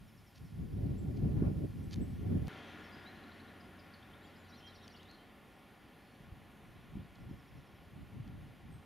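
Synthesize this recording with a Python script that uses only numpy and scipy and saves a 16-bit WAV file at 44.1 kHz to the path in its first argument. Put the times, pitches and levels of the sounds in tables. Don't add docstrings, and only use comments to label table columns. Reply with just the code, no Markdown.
import sys
import numpy as np
from scipy import signal
from scipy.fft import rfft, irfft, next_fast_len
from scipy.io import wavfile
from scipy.ndimage import uniform_filter1d, map_coordinates

SR = 44100
rng = np.random.default_rng(int(sys.argv[2]) if len(sys.argv) > 2 else 0)


def to_wav(s):
    ch = np.atleast_2d(s).T
    pcm = np.round(np.clip(ch, -1, 1) * 32767)
    wavfile.write(sys.argv[1], SR, pcm.astype(np.int16))


N = 390285

# crest t/s, level/dB, length/s within 10 dB of the crest (sign ignored)
GUST_CUES = [(0, -55.5, 0.39), (0.436, -46.5, 0.09), (0.611, -39, 0.1555), (0.858, -36.5, 0.4159),
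             (1.116, -39.5, 0.29), (1.274, -35.5, 0.2913), (1.447, -34.5, 0.43), (1.641, -39, 0.12),
             (1.835, -40.5, 0.274), (2.02, -37, 0.173), (2.341, -35.5, 0.49), (6.209, -57, 0.0165),
             (6.327, -55.5, -0.19), (6.755, -60, .29), (6.984, -44.5, -0.1441), (7.255, -49.5, 0.13),
             (7.311, -45, 0.1465), (7.559, -50, 0.0848), (7.996, -48.5, .15), (8.183, -46.5, 0.1483),
             (8.338, -48.5, 0.41), (8.704, -49, 0.15)]
# t/s, peak level/dB, length/s
EDDY_CUES = [(1.424, -18, 0.00279), (1.471, -24, .005), (1.516, -25.5, 0.0035), (1.651, -25, 0.00309),
             (2.354, -20.5, 0.0041), (2.482, -32, 0.0044), (6.327, -42.5, 0.0087), (6.957, -34, 0.0039),
             (6.972, -31.5, 0.00372), (7.313, -35, 0.00345)]
# f/Hz, level/dB
RUMBLE_EQ = [(12, -38), (25, -17), (45, -7.5), (95, -1), (150, -3), (250, -11), (400, -24), (700, -45),
             (1500, -80), (3000, -120)]
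FLUTTER_EQ = [(60, -75), (150, -4), (290, 1), (400, -7), (600, -13), (850, -21.5), (1300, -35.5),
              (2500, -40.5), (6000, -72)]
RASP_EQ = [(300, -30), (600, -2), (900, 10.5), (1500, 4.5), (2500, -15.5), (4000, -28.5), (9000, -53.5)]
# f/Hz, level/dB
TYRE_EQ = [(30, -36.5), (130, -5), (260, 9.5), (500, 0.5), (1000, 4), (1600, 7.5), (2300, -1.5),
           (3300, -7.5), (4500, -14.5), (7000, -29), (14000, -58)]
TREAD_EQ = [(1500, -30.5), (2600, -2.5), (3300, 6.5), (4200, -9), (6500, -17), (12000, -44)]
DRONE_EQ = [(25, -32.5), (70, -13.5), (130, -3), (220, 1), (320, -5), (550, -8.5), (1200, -12),
            (4000, -53.5)]
# t/s, length/s, f/Hz, glide/octaves, level/dB
BIRD_NOTES = [(0.977, 0.0297, 7630, 0.077, -67), (1.832, 0.0205, 7870, -0.13, -71),
              (2.003, 0.0487, 7970, .03, -65.5), (2.653, 0.069, 6080, 0.0014, -69.5),
              (2.772, 0.045, 6970, 0.014, -75.5), (2.831, 0.039, 5446, -0.133, -66.5),
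              (2.911, 0.064, 4920, 0.078, -61.5), (3.046, 0.0607, 3977, 0.21, -56.5),
              (3.598, 0.024, 4903, 0.13, -64.5), (3.786, 0.0252, 4984, -0.18, -62),
              (3.934, 0.016, 4390, -0.337, -56.5), (4.514, 0.057, 4090, 0.24, -60),
              (4.61, 0.1026, 3192, 0.084, -56.5), (4.931, 0.03, 2887, 0.017, -59.5),
              (4.989, 0.019, 3034, 0.278, -55), (5.072, 0.0653, 4160, 0.21, -60.5),
              (5.172, 0.07, 3140, 0.063, -67), (5.957, 0.175, 4380, 0.015, -75),
              (8.687, 0.097, 8480, -.1, -73)]
# first t/s, last t/s, note length/s, f/Hz, glide/octaves, level/dB
TRILLS = [(0.07, .445, 0.0414, 5355, -0.25, -70.5), (3.147, 3.475, 0.02046, 4070, 0.187, -61.5),
          (4.016, 4.239, 0.02516, 3324, 0.348, -59), (4.225, 4.366, 0.063, 7126, -.17, -74),
          (4.48, 4.908, 0.044, 5476, -0.38, -64.5), (7.195, 7.741, 0.045, 5325, -0.35, -75)]
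TRILL_COUNTS = [5, 5, 3, 2, 6, 7]
# start t/s, end t/s, level/dB
TWITTER_CUES = [(4.227, 4.6, -71.5), (4.598, 5.13, -65.5), (5.132, 5.3, -74), (6.717, 7.05, -76.5)]
# t/s, level/dB, build-up/s
SLIP_CUES = [(0.361, -61.5, 0.0078), (0.384, -62.5, 0.016), (1.175, -61.5, 0.0079), (1.911, -54.5, 0.00098),
             (1.9352, -47.5, 0.0099), (1.942, -44, 0.0024), (1.9593, -48.5, .0005), (2.472, -50, 0.0016),
             (4.8794, -48, 0.00047), (5.032, -55.5, .001), (5.114, -57.5, 0.0026), (7.158, -62, 0.0033),
             (8.278, -61.5, 0.00132)]
# f/Hz, level/dB
TREE_EQ = [(20, -12.5), (60, 2), (130, -4), (230, 1), (400, -7), (750, -5), (1100, -4.5), (1900, -11),
           (3300, -17), (4500, -28), (7000, -76), (15000, -64.5)]
SHELL_EQ = [(400, -29), (1500, -7), (3000, -3), (3900, -3), (4450, 2.5), (5200, -5.5), (6400, -7),
            (7600, -20), (10000, -18), (15000, -30.5)]
HISS_EQ = [(100, -1.5), (5000, 3), (7500, -4), (8800, -3), (9300, 1), (12200, 1), (14000, -3.5),
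           (15700, -11)]
# t/s, level/dB
TREE_FADER = [(0, -64), (1.6, -63.5), (2.5, -59), (5.5, -60), (7, -59.5), (8.85, -60.5)]
HISS_FADER = [(0, -73.5), (2.45, -70.5), (2.55, -74), (8.85, -76)]
# f/Hz, level/dB
WHINE_TONES = [(3248, -88), (4344, -98), (4800, -100), (6300, -100), (6900, -95.5), (12300, -101)]
# f/Hz, left-right coherence (1 = mono, 0 = wide)
WIND_IMAGE = [(40, .88), (100, .68), (200, .44), (400, -.05), (800, -.1)]
AIR_IMAGE = [(80, 0.84), (250, 0.903), (800, 0.894), (2000, 0.947), (4000, .96), (10000, 1)]
# f/Hz, left-right coherence
HISS_COHERENCE = [(3000, 0.988), (6000, 1), (8500, 0.336), (9400, 1)]
# f/Hz, width/Hz, level/dB
BODY_NOTCHES = [(241.5, 17, -0.5), (497.6, 30.7, -6), (643.4, 43, -5.5), (895.2, 70.2, -6.5),
                (1020.1, 62, -5.5), (1167, 58.4, -7.5), (1297.3, 55.1, -9.5), (1567.3, 79.2, -8.5)]

CUT_S, TOP_HZ = 2.4817, 15720
BREEZE_DB, LULL_DB, LULL_END_S = -66, -81.5, 6.2
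PASS_S, PASS_DISTANCE_M, SPEED_M_PER_S = 2.48, 6.65, 12.08
TYRE_DB, TREAD_DB, DRONE_DB, HUM_DB = -52.5, -63.5, -55, -64.5
FADE_S, FADE_LENGTH_S = 5.053, 0.61
TIME = np.arange(N) / SR


def buffeting():
    force_db = wind_force()
    lumps = unit(amp(1.3 * wobble(45)))
    rumble = amp(force_db + 0.65) * rush(RUMBLE_EQ, WIND_IMAGE, patchy_db=-1.03)
    flutter = amp(-43.5 + 1.994 * (force_db + 36.5)) * rush(FLUTTER_EQ, WIND_IMAGE, patchy_db=2.0)
    crest_db = -54 - 170 * np.abs(TIME - 1.43)
    rasp = amp(crest_db) * rush(RASP_EQ, WIND_IMAGE, patchy_db=-0.5)
    return lumps * (rumble + flutter + rasp)


def wind_force(rise_share=0.501, roundness=1.296):
    t = np.arange(0, N / SR, .002)
    power = amp(np.where((t > CUT_S) & (t < LULL_END_S), LULL_DB, BREEZE_DB)) ** 2
    for s, db, length in GUST_CUES:
        from_crest = np.maximum((s - t) / rise_share, (t - s) / (1 - rise_share)) / abs(length)
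        same_scene = (t < CUT_S) == (s < CUT_S)
        power += amp(db - 10 * from_crest ** roundness) ** 2 * same_scene
    return np.interp(TIME, t, 10 * np.log10(power))


def eddies():
    out, t = np.zeros((2, N)), np.arange(-SR // 20, SR // 20) / SR
    for s, db, length in EDDY_CUES:
        u = 2 * t / length
        same_scene = (s + t < CUT_S) == (s < CUT_S)
        thump = (1 - 2 * u ** 2) * np.exp(-u ** 2) * same_scene
        for port in out:
            add(port, s - 1 / 20, amp(db + rng.normal(-1, 1.2)) * thump)
    return out


def vehicle():
    loss_db = 20 * np.log10(np.hypot(1, SPEED_M_PER_S * (TIME - PASS_S) / PASS_DISTANCE_M))
    fade = np.clip((TIME - FADE_S) / FADE_LENGTH_S, 0, 1)
    pan_left = amp([[1.1], [-1.1]])
    tyres = amp(TYRE_DB - loss_db - 6 * fade) * rush(TYRE_EQ, AIR_IMAGE, patchy_db=1.0) * pan_left
    tread = amp(TREAD_DB - 2.34 * loss_db) * rush(TREAD_EQ, AIR_IMAGE, patchy_db=-0.5)
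    drone = amp(DRONE_DB - 0.567 * loss_db) * rush(DRONE_EQ, AIR_IMAGE, patchy_db=0.5)
    firing_hz = 91.5 + 1.216 * wobble(12)
    hum_db = HUM_DB - 0.067 * loss_db - 33.5 * fade + 0.46 * wobble(4.3)
    hum = amp(hum_db) * unit(np.sin(2 * np.pi * np.cumsum(firing_hz) / SR))
    return (TIME >= CUT_S) * (tyres + tread + drone + hum)


def birds():
    song, twitter = np.zeros((2, N))
    for s, length, hz, glide, db in BIRD_NOTES:
        add(song, s, amp(db) * whistle(length, hz, glide))
    for (first, last, length, hz, glide, db), count in zip(TRILLS, TRILL_COUNTS):
        for u in np.linspace(0, 1, count):
            swell = amp(db - 1.5 * (2 * u - 1) ** 2)
            add(song, first + u * (last - first), swell * whistle(length, hz, glide, waver=0.0072))
    for start, end, db in TWITTER_CUES:
        for s in np.arange(start, end, .03):
            hz = rng.uniform(3119, 4800)
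            onset = s + rng.normal(0, 0.0062)
            add(twitter, onset, amp(db + rng.normal(-1, 1)) * whistle(0.0193, hz, glide=0.4877))
    near = song + amp(-3) * echoes(song, t60=.45)
    return amp(-8) * near + echoes(twitter, t60=0.125)


def whistle(length, middle_hz, glide, waver=0.00465, rasp=0.048):
    u = np.linspace(0, 1, int(length * SR))
    scoop = 0.214 * max(glide, 0) * (2 * u - 1) ** 2
    pitch_drift, level_drift = (map_coordinates(k, [u * 15]) for k in rng.standard_normal((2, 16)))
    jitter = waver + rasp * np.exp(-(length / .03) ** 4)
    hz = middle_hz * 2 ** (glide * (u - .5) - scoop) * (1 + jitter * pitch_drift)
    envelope = np.abs(np.sin(np.pi * u)) ** 1.21 * amp(0.34 * level_drift)
    return unit(envelope * np.sin(2 * np.pi * np.cumsum(hz) / SR))


def echoes(x, t60):
    t = np.arange(SR // 2) / SR
    mid, side = rng.standard_normal((2, len(t))) * amp(-60 * t / t60)
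    tail = np.array([mid + 0.12 * side, mid - 0.135 * side])
    return signal.fftconvolve(x[None], tail / np.linalg.norm(tail[0]), axes=1)[:, :N]


def housing(release_s=0.0015):
    slips, t = np.zeros(N), np.arange(-SR // 10, SR // 10) / SR
    for s, db, build_up in SLIP_CUES:
        envelope = np.exp(-np.maximum(-t / build_up, t / release_s))
        add(slips, s - 1 / 10, amp(db + 8) * envelope * rng.standard_normal(len(t)))
    return filtered(slips, lambda hz: amp(along(SHELL_EQ, hz)))


def trees():
    return amp(ride(TREE_FADER) + 0.184 * wobble(3.4)) * rush(TREE_EQ, AIR_IMAGE, patchy_db=0.0658)


def noise_floor():
    whine = sum(amp(db) * np.sqrt(2) * np.sin(2 * np.pi * hz * TIME) for hz, db in WHINE_TONES)
    return whine + amp(ride(HISS_FADER)) * rush(HISS_EQ, HISS_COHERENCE, patchy_db=-1.37)


def rush(eq, image, patchy_db):
    white = signal.stft(rng.standard_normal((2, N)), nperseg=512)[2]
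    patches = uniform_filter1d(rng.standard_normal(white.shape[1:]), size=6, axis=0)
    patches = uniform_filter1d(patches, size=14, axis=1)
    pair = signal.istft(white * amp(patchy_db * unit(patches)), nperseg=512)[1][:, :N]
    width = lambda hz: np.arccos(np.clip(along(image, hz), -1, 1)) / 2
    mid, side = filtered(pair, lambda hz: amp(along(eq, hz)) * [np.cos(width(hz)), np.sin(width(hz))])
    return unit(np.array([mid + side, mid - side]))


def amp(db):
    return 10 ** (np.asarray(db) / 20)


def unit(x):
    return x / np.sqrt(np.mean(x ** 2) + 1e-20)


def along(points, hz):
    f, values = np.transpose(points)
    return np.interp(np.log(hz + 1), np.log(f + 1), values)


def ride(fader):
    return np.interp(TIME, *np.transpose(fader))


def wobble(rate):
    return map_coordinates(rng.standard_normal(int(N * rate / SR) + 4), [TIME * rate])


def filtered(x, response):
    size = next_fast_len(N + SR // 2)
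    return irfft(rfft(x, size) * response(np.fft.rfftfreq(size, 1 / SR)), size)[..., :N]


def add(track, s, sound):
    part = track[max(round(s * SR), 0):][:len(sound)]
    part += sound[:len(part)]


def scene():
    return buffeting() + eddies() + trees() + vehicle() + birds() + housing()


def record(dry):
    colour = lambda f: amp(sum(db * np.exp(-((f - hz) / width) ** 2) for hz, width, db in BODY_NOTCHES))
    return filtered(filtered(dry, colour) + noise_floor(), lambda hz: hz < TOP_HZ)


dry = scene()
out = record(dry)
to_wav(out)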